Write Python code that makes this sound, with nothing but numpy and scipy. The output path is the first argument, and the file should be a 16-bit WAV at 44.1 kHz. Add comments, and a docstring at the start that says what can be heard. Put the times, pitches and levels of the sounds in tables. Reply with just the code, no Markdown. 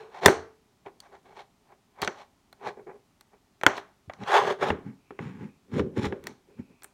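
"""Knife prying at a tin

A serrated knife scrapes the rim of a round metal tin on a table, catching and slipping with sharp clicks.
The tin is then dragged, tipped on its edge and rolled, and the blade ticks on the rim again. Tiny slips
and short impacts excite the tin's resonances. The room is small; the hardest slips clip the microphone."""
import sys
import numpy as np
from scipy import signal
from scipy.fft import rfft, irfft, next_fast_len
from scipy.io import wavfile
from scipy.ndimage import map_coordinates

SR = 44100
rng = np.random.default_rng(int(sys.argv[2]) if len(sys.argv) > 2 else 0)


def wrap_up_sound(samples):
    """Save the sound to the file named by the first command line argument, as 16-bit audio."""
    columns = np.atleast_2d(samples).T
    # keep every value between -1 and 1, then stretch to whole-number steps
    tamed = np.clip(columns, -1, 1)
    steps = np.round(tamed * 32767).astype(np.int16)
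    wavfile.write(sys.argv[1], SR, steps)


N = 305613

# Event levels are before each voice's trim; *_rel_db is relative to the row's level_db.
# blade strokes on the rim: peak_s, rise_s, hold_s, level_db, hollow_rel_db, rasp_rel_db
BLADE_STROKES = [(0.143, 0.046, 0.054, -44, -10.5, -15), (.242, 0.03, 0.012, -23, -3.5, -13.5),
                 (0.863, 0.012, 0.0061, -42, -20, -22), (1.04, 0.039, .03, -55.5, -15, -17),
                 (1.144, .06, 0.0085, -48, -4, -18), (1.254, .025, 0.076, -57, -1, -16),
                 (1.377, 0.052, 0.034, -45, -9.5, -12.5), (1.724, 0.072, 0.0059, -53.5, -7, -23.5),
                 (2.0, 0.061, 0.0085, -47, -9, -22.5), (2.022, .008, .014, -31.5, 0, -5.5),
                 (2.18, 0.062, 0.041, -48, -10, -11), (2.626, 0.031, 0.032, -44.5, -1.5, -23),
                 (2.672, 0.051, 0.013, -31.5, -3, -16), (2.773, .012, 0.033, -55.5, 10.5, -28),
                 (2.87, .006, 0.0056, -48, 9, -28), (2.892, 0.0055, 0.019, -48, 3.5, -34),
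                 (2.955, 0.045, .006, -59.5, 9.5, -23.5), (3.341, 0.034, 0.0028, -56, -1, -31),
                 (3.775, 0.0717, 0.0051, -41.5, -5.5, -4)]
# blade catches and slips: start_s, level_db, edge_rel_db, tick_rel_db, ping_hz
BLADE_CLICKS = [(.259, 6.5, -3.5, -12, 3500), (1.002, -47.5, 11.5, 2.5, 4460), (2.017, -34, 11, 5, 4600),
                (2.021, -33, 12.5, -30, 4340), (2.047, -25.5, 2, -17, 1540), (2.075, -14.5, -6, -36, 1980),
                (2.527, -42, -0.5, -7, 4110), (3.209, -49, 3, 4, 4196), (3.612, -30.5, -10, -25.5, 2380),
                (3.634, -13, -19.5, -23.5, 6070), (3.664, 0.5, -8.5, -22, 3055),
                (3.779, -24.5, -18, -23, 3060), (4.135, -39.5, -1, -28, 2010),
                (4.235, -35, -1.5, -34.5, 3870), (6.239, -44.5, 5.5, 0, 2070),
                (6.269, -30.5, 4.5, -3, 1855), (6.821, -44.5, 1, -13, 2400), (6.833, -45.5, -3, 7.5, 6000),
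                (6.843, -40.5, 0, 6, 8800)]
# duller knocks on the body: start_s, level_db, thump_rel_db
BODY_KNOCKS = [(.282, -6, -3.5), (0.861, -39.5, 2), (2.028, -17, -13), (4.097, -27, -16), (4.623, -20, -3),
               (4.702, -14, -4.5), (5.106, -34, -0.5), (5.19, -25, -4), (5.794, -21.5, -0.5),
               (5.971, -30, 8.5), (6.042, -29.5, 5), (6.06, -27, 1), (6.124, -26.5, 3.5)]
# tin moving on the table: peak_s, rise_s, hold_s, fall_s, level_db, hollow_rel_db, rumble_rel_db
FLAT_DRAGS = [(0.0, .01, 0.017, .15, -50.5, 4.5, -12.5), (4.225, 0.046, .012, 0.013, -44, 5, 8),
              (4.28, 0.023, 0.029, 0.055, -31.5, -12, -22), (4.342, 0.069, 0.033, 0.077, -17.5, -2, -43),
              (4.45, 0.15, 0.066, 0.045, -30, 5, -13), (4.627, 0.038, .01, 0.064, -28, 7.5, -7),
              (4.68, 0.05, 0.014, 0.038, -29, 0, -9)]
EDGE_ROLLS = [(4.715, .02, .005, 0.1, -54.5, 27, 17), (4.87, 0.072, 0.027, 0.076, -55, -1, 13),
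              (5.2, 0.018, 0.081, .13, -46, 0.5, 6.5), (5.41, 0.15, 0.047, 0.065, -50.5, 3, 8.5),
              (5.74, 0.036, 0.036, .05, -41.5, -0.5, 9), (5.793, 0.055, 0.0022, 0.029, -33.5, 16, -4),
              (5.812, 0.023, 0.0053, 0.13, -60, 32.5, 27.5), (5.975, 0.026, 0.021, 0.041, -36.5, 8.5, 6.5),
              (6.05, 0.062, 0.0063, 0.039, -30.5, 4, -0.5), (6.125, 0.13, 0.0087, 0.083, -63, 31, 19),
              (6.27, 0.056, 0.0043, 0.085, -45, 4, 0), (6.5, .04, 0.024, .06, -66.5, 13.5, -2.5),
              (6.595, 0.036, 0.0052, 0.046, -54, 6, 14.5), (6.7, 0.047, 0.021, 0.033, -68.5, 13, 7.5)]
# cavity under the tin as one side lifts: time_s, pitch_hz
GAP_GLIDE = [(4.3, 480), (4.34, 615), (4.365, 940), (4.39, 1090), (4.42, 1040)]
# table-top reflection as the tin tilts: time_s, delay_s
BOUNCE_DELAYS = [(4.22, 0.00074), (4.32, 0.00058), (4.44, 0.00064), (4.65, 0.00058), (6.3, 0.00056)]
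# tin landing on the table: start_s, level_db
TIN_LANDINGS = [(0.26, -16), (2.03, -41), (4.077, -41), (4.704, -22.5), (5.799, -22), (5.97, -41),
                (6.066, -25.5), (6.595, -40.5)]
# undamped lid notes: start_s, level_db
LID_RINGS = [(0.0, -44.5), (.263, -25)]
# faint whine: peak_s, rise_s, hold_s, fall_s
WHINE_SWELLS = [(5.05, 0.14, 0.48, 0.16), (6.53, 0.1, 0.34, 0.1)]

# tin resonances: centre_hz, width_hz, gain_db
TIN_MODES = [(398, 65, -1.5), (510, 37, -6), (567.6, 44, -2.5), (754, 76, -7.5), (802, 130, -1.5),
             (1113, 80, -5), (1240, 380, -4), (1510, 70, -2.5), (1657, 160, -1.5), (1890, 180, -4),
             (2257, 190, -4.5), (2570, 45, -4.5), (3390, 240, -5), (4374, 420, -1.5), (5700, 2700, -3.5),
             (7400, 610, -9), (8800, 1200, -7.5)]
# friction spectra: freq_hz, gain_db
BLADE_SCRAPE = [(350, -29.5), (560, -4.5), (800, 2.5), (1050, -1), (1250, -9.5), (1650, -11.5),
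                (2350, -11.5), (2900, -28.5), (4500, -47.5)]
BLADE_HOLLOW = [(150, -27), (280, -11), (390, 12), (520, 0), (640, -4.5), (900, -30)]
METAL_RASP = [(1500, -31.5), (2700, 0), (3400, 3.5), (4200, 2.5), (4700, -7), (5700, -5), (7200, -11),
              (8200, -16), (10000, -20), (15500, -30)]
TABLE_RUMBLE = [(25, -32.5), (50, -44), (85, -4.5), (130, 3.5), (190, 5.5), (270, 2.5), (350, -17.5),
                (600, -62)]
FLAT_HOLLOW = [(270, -29.5), (320, -17), (380, 7), (500, -1), (600, -3.5), (700, -10), (950, -37)]
FLAT_GRIND = [(450, -40), (620, -6.5), (800, 5), (1120, 1.5), (1250, -2), (2000, -7), (2500, -9),
              (4000, -38.5)]
TIPPED_HOLLOW = [(200, -21), (320, 0.5), (390, 0.5), (520, -3), (620, -15), (850, -35)]
TIPPED_GRIND = [(500, 1.5), (680, -15), (850, 5.5), (1300, -4), (1800, -5), (2350, -3), (2800, -7),
                (3600, -20.5)]
# impact spectra: freq_hz, gain_db
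TIN_CLACK = [(150, -25.5), (380, -8.5), (700, 2), (1300, 0), (1900, 0), (2500, -7), (3200, -9.5),
             (4500, -25.5), (8000, -49.5)]
BODY_THUMP = [(40, -27), (90, -7.5), (160, -5.5), (250, -3.5), (390, 1), (550, -9), (1200, -35)]
STEEL_EDGE = [(1200, -21), (2100, -4.5), (3200, 0), (4300, 1), (4900, -6.5), (6000, -0.5), (7500, -10),
              (11000, -25.5)]
STEEL_TICK = [(4000, -23), (7500, -2.5), (8800, 4.5), (10200, -5.5), (12000, -0.5), (15500, -7)]
TABLE_THUD = [(25, -21.5), (55, -15), (85, 2.5), (125, -8.5), (190, -5.5), (300, -12), (600, -41.5)]
# wall reflection and background spectra: freq_hz, gain_db
WALL_RETURN = [(100, -5.5), (500, 2), (2000, -8), (4000, -5), (6500, -2.5), (9000, -4), (14000, -7.5)]
ROOM_HISS = [(15, -37), (25, -6.5), (242, -3), (344, -9.5), (427, -5.5), (463, -21.5), (575, -12.5),
             (887, -12), (1040, -14.5), (1480, -18.5), (1610, -23), (1740, -19.5), (2050, -20), (6560, -25),
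             (16000, -35)]
WHINE_BAND = [(1900, -22), (2400, 1), (2600, 0), (3100, -23)]
# room decay: freq_hz, t60_s
ROOM_DECAY = [(80, 0.43), (400, 0.32), (1500, 0.36), (6000, 0.3), (13000, 0.14)]

CONTACT_DELAY_S = 0.0008  # short delay before each click, knock and ping sounds
GRID_S = 0.001  # envelope step


def knife(fall_s=0.039):
    """Teeth grate on the rim: the tin rings low and mid, the table rumbles, the steel rasps above."""
    peak_s, rise_s, hold_s, level_db, hollow_rel_db, rasp_rel_db = np.transpose(BLADE_STROKES)
    voices = [(BLADE_HOLLOW, 4, level_db + hollow_rel_db - 1),
              (BLADE_SCRAPE, 6, level_db - 1),
              (METAL_RASP, 1.3, level_db + rasp_rel_db - 1),
              (TABLE_RUMBLE, 0, level_db + hollow_rel_db - 14)]
    power = swells(peak_s, rise_s, hold_s, np.full(len(peak_s), fall_s))
    return friction(power, voices, slips_per_s=2800, spread_db=5, flutter_db=1.5)


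def contacts(hard_edge_db=-12, dull_above_hz=900):
    """Each click or knock clacks the tin, thumps its body and snaps off the steel. Rows: direct, room."""
    out = np.zeros((2, N))
    # clicks hardly move the body; knocks carry little steel
    clicks = [(start_s, db, -12.5, edge, tick) for start_s, db, edge, tick, _ in BLADE_CLICKS]
    knocks = [(start_s, db, thump, -24, -42.5) for start_s, db, thump in BODY_KNOCKS]
    for start_s, level_db, thump_rel_db, edge_rel_db, tick_rel_db in clicks + knocks:
        # less edge, softer contact: a duller, longer clack
        soft_db = max(0, hard_edge_db - edge_rel_db)
        dulled = [(hz, db - 0.25 * soft_db * max(0, np.log2(hz / dull_above_hz))) for hz, db in TIN_CLACK]
        clack = amp(1) * impact(dulled, t60_s=0.024 * (1 + 0.013 * soft_db), ring=0.81, snap=0.57)
        thump = amp(thump_rel_db - 1) * impact(BODY_THUMP, t60_s=0.076, ring=5, snap=0.65)
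        edge = amp(edge_rel_db - 1) * impact(STEEL_EDGE, t60_s=0.0081, ring=1.9, snap=0.2)
        tick = amp(tick_rel_db + 1) * impact(STEEL_TICK, t60_s=0.014, ring=1, snap=0.076)
        add(out, start_s + CONTACT_DELAY_S, amp(level_db) * (clack + thump + edge + tick))
    return out


def blade_pings(trim_db=-3.5, t60_s=0.017):
    """The blade rings after each click, at a pitch set by where it is caught."""
    out, t = np.zeros(N), np.arange(SR // 10) / SR
    for start_s, level_db, edge_rel_db, _, ping_hz in BLADE_CLICKS:
        phase = 2 * np.pi * ping_hz * t + 0.7 * wobble(len(t), rate_hz=600)
        decay = amp(level_db + edge_rel_db + trim_db - 60 * t / t60_s)
        attack = 1 - np.exp(-t * ping_hz)
        add(out, start_s + CONTACT_DELAY_S, attack * decay * np.sin(phase))
    return out


def handling(bounce_gain=0.45, bounce_above_hz=2000):
    """The tin is dragged, then rolled; treble bouncing off the table forms a comb that sweeps with tilt."""
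    drag = slide(FLAT_DRAGS, FLAT_HOLLOW, FLAT_GRIND, rumble_db=-1.5, hollow_db=-4, grind_db=-0.5,
                 rasp_db=-14, bite=0, ring=2.9, slips_per_s=6000, flutter_db=1.3)
    roll = slide(EDGE_ROLLS, TIPPED_HOLLOW, TIPPED_GRIND, rumble_db=1.5, hollow_db=-4.5, grind_db=-3,
                 rasp_db=-13, bite=0.45, ring=6.1, slips_per_s=2200, flutter_db=1.5)
    direct = gap_resonance(drag) + roll
    highpass = signal.butter(2, bounce_above_hz, "high", fs=SR, output="sos")
    treble = signal.sosfiltfilt(highpass, direct)
    t = np.arange(N) / SR
    delay_s = np.interp(t, *np.transpose(BOUNCE_DELAYS))
    return direct + bounce_gain * np.interp(t - delay_s, t, treble)


def slide(moves, hollow, grind, rumble_db, hollow_db, grind_db, rasp_db, bite, ring, slips_per_s,
          flutter_db, bite_from_db=-36.5):
    """The rim grinds, the table rumbles, the hollow tin rings; bite adds rasp as the grind gets louder."""
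    peak_s, rise_s, hold_s, fall_s, level_db, hollow_rel_db, rumble_rel_db = np.transpose(moves)
    voices = [(TABLE_RUMBLE, 0, level_db + rumble_rel_db + rumble_db),
              (hollow, ring, level_db + hollow_rel_db + hollow_db),
              (grind, ring, level_db + grind_db),
              (METAL_RASP, 1, level_db + rasp_db + bite * (level_db - bite_from_db))]
    power = swells(peak_s, rise_s, hold_s, fall_s)
    return friction(power, voices, slips_per_s, spread_db=4.5, flutter_db=flutter_db)


def gap_resonance(drag, width_hz=200, gain=0.72, duck=0.14, fade_s=0.025):
    """The opening gap under the tin resonates with the drag and glides upwards."""
    t = np.arange(N) / SR
    time_s, pitch_hz = np.transpose(GAP_GLIDE)
    carrier = np.exp(2j * np.pi * np.cumsum(np.interp(t, time_s, pitch_hz)) / SR)
    pole = np.exp(-np.pi * width_hz / SR)
    resonance = 2 * np.real(carrier * signal.lfilter([1 - pole], [1, -pole], drag / carrier))
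    opening = np.clip(1 + np.minimum(t - time_s[0], time_s[-1] - t) / fade_s, 0, 1)
    return drag + opening * (gain * resonance - duck * drag)


def landings():
    """The table thuds under the tin's weight. Rows: direct, room."""
    out = np.zeros((2, N))
    for start_s, level_db in TIN_LANDINGS:
        add(out, start_s, amp(level_db) * impact(TABLE_THUD, t60_s=0.057, ring=0, snap=0.83))
    return out


def lid_ring(pitch_hz=439.4, t60_s=0.44, waver_rad=0.88):
    """The undamped lid hums on with a wavering note."""
    out, t = np.zeros(N), np.arange(SR // 2) / SR
    for start_s, level_db in LID_RINGS:
        note = unit_rms(np.sin(2 * np.pi * pitch_hz * t + waver_rad * wobble(len(t), rate_hz=60)))
        attack = 1 - np.exp(-t * pitch_hz)
        add(out, start_s, note * attack * amp(level_db - 60 * t / t60_s))
    return out


def room(x, onset_s=0.0027):
    """The walls answer a moment later; the treble is weaker and dies first."""
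    hz, t, noise = signal.stft(rng.standard_normal(SR // 2), SR, nperseg=256)
    fade_db = log_interp(WALL_RETURN, hz)[:, None] - 60 * t / log_interp(ROOM_DECAY, hz)[:, None]
    tail = signal.istft(noise * amp(fade_db), SR, nperseg=256)[1]
    tail *= 1 - np.exp(-(np.arange(len(tail)) / SR / onset_s) ** 2)
    return signal.fftconvolve(x, tail / np.linalg.norm(tail))[:N]


def hiss(level_db=-67):
    """Faint steady room noise."""
    return amp(level_db) * unit_rms(colour(rng.standard_normal(N), ROOM_HISS))


def whine(level_db=-74):
    """A thin band of noise comes and goes behind the handling."""
    power = swells(*np.transpose(WHINE_SWELLS)).sum(axis=0)
    return amp(level_db) * envelope(power) * unit_rms(colour(rng.standard_normal(N), WHINE_BAND))


def friction(power, voices, slips_per_s, spread_db, flutter_db):
    """Tiny uneven slips, bunched as the contact grabs, excite each voice: (spectrum, ring, dB per rub)."""
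    slips = (rng.random(N) < slips_per_s / SR) * rng.choice([-1, 1], N)
    size_db = spread_db * rng.uniform(-0.2, 1, N) + flutter_db * wobble(N, rate_hz=190)
    slips = slips * amp(size_db)
    return sum(envelope(amp(db) ** 2 @ power) * unit_rms(colour(slips, spectrum, ring))
               for spectrum, ring, db in voices)


def impact(spectrum, t60_s, ring, snap):
    """An impulse of size snap plus a quickly damped rattle. Rows: direct (peak 1), room."""
    t = np.arange(SR // 6) / SR
    impulse = 1.0 * (t == 0)
    rattle = rng.standard_normal(len(t)) * amp(-60 * t / t60_s)
    direct = colour(rattle / np.linalg.norm(rattle) + snap * impulse, spectrum, ring)
    # summed over all directions: same energy, smoother spectrum
    diffuse = colour(impulse, spectrum, ring)
    diffuse *= np.linalg.norm(direct) / np.linalg.norm(diffuse)
    return np.array([direct, diffuse]) / np.abs(direct).max()


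def colour(x, spectrum, ring=0):
    """Minimum-phase filter with the given spectrum; ring brings out the tin's resonances."""
    size = 2 * next_fast_len(len(x) // 2 + 2048)
    hz = np.fft.rfftfreq(size, 1 / SR)
    modes = sum(amp(db) ** 2 / (1 + (2 * (hz - centre_hz) / width_hz) ** 2)
                for centre_hz, width_hz, db in TIN_MODES)
    low_cut = np.minimum(1, hz / spectrum[0][0] + 0.01)
    high_cut = np.minimum(1, spectrum[-1][0] / (hz + 1)) ** 2
    gain = low_cut * high_cut * amp(log_interp(spectrum, hz)) * np.sqrt(1 + ring ** 2 * modes)
    cepstrum = irfft(np.log(gain))
    cepstrum[1:size // 2] *= 2
    cepstrum[size // 2 + 1:] = 0
    return irfft(rfft(x, size) * np.exp(rfft(cepstrum)))[:len(x)]


def swells(peak_s, rise_s, hold_s, fall_s, swell_db=23):
    """Power on the grid, a row per rub: gains swell_db over the rise, holds, loses it over the fall."""
    t = np.arange(0, N / SR, GRID_S)
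    distance = np.array([np.maximum((peak - t) / rise, (t - peak - hold) / fall)
                         for peak, rise, hold, fall in zip(peak_s, rise_s, hold_s, fall_s)])
    return amp(-swell_db * np.clip(distance, 0, 10)) ** 2


def envelope(power):
    """Grid power to gain per sample."""
    return np.interp(np.arange(N) / SR, np.arange(len(power)) * GRID_S, np.sqrt(power))


def wobble(size, rate_hz):
    """Smooth random curve with knots at rate_hz."""
    knots = rng.standard_normal(int(size * rate_hz / SR) + 4)
    return map_coordinates(knots, [np.arange(size) * rate_hz / SR])


def log_interp(points, hz):
    """Read (freq_hz, value) points on a log axis."""
    freq_hz, values = np.transpose(points)
    return np.interp(np.log(hz + 1), np.log(freq_hz), values)


def add(track, start_s, sound):
    """Mix a sound into a track."""
    part = track[..., max(0, round(start_s * SR)):][..., :sound.shape[-1]]
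    part += sound[..., :part.shape[-1]]


def amp(db):
    """Decibels to gain."""
    return 10 ** (np.asarray(db) / 20)


def unit_rms(x):
    """Scale to rms 1."""
    return x / np.sqrt(np.mean(x ** 2) + 1e-20)


def scene(impact_send_db=-14, rub_send_db=-19):
    """Impacts and friction in the room, over a faint hiss."""
    impacts, diffuse = contacts() + landings()
    rubs = knife() + handling()
    background = hiss() + whine()
    ringing = blade_pings() + lid_ring()
    reverb = room(amp(impact_send_db) * diffuse + amp(rub_send_db) * rubs)
    return (impacts + ringing + rubs + reverb + background)[None]


def record(dry, cutoff_hz=16100):
    """Clip at full scale, then low-pass steeply."""
    size = next_fast_len(N + SR // 2)
    hz = np.fft.rfftfreq(size, 1 / SR)
    lowpass = 1 / np.sqrt(1 + (hz / cutoff_hz) ** 90)
    return irfft(rfft(np.clip(dry, -1, 1), size) * lowpass, size)[..., :N]


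dry = scene()
out = record(dry)
wrap_up_sound(out)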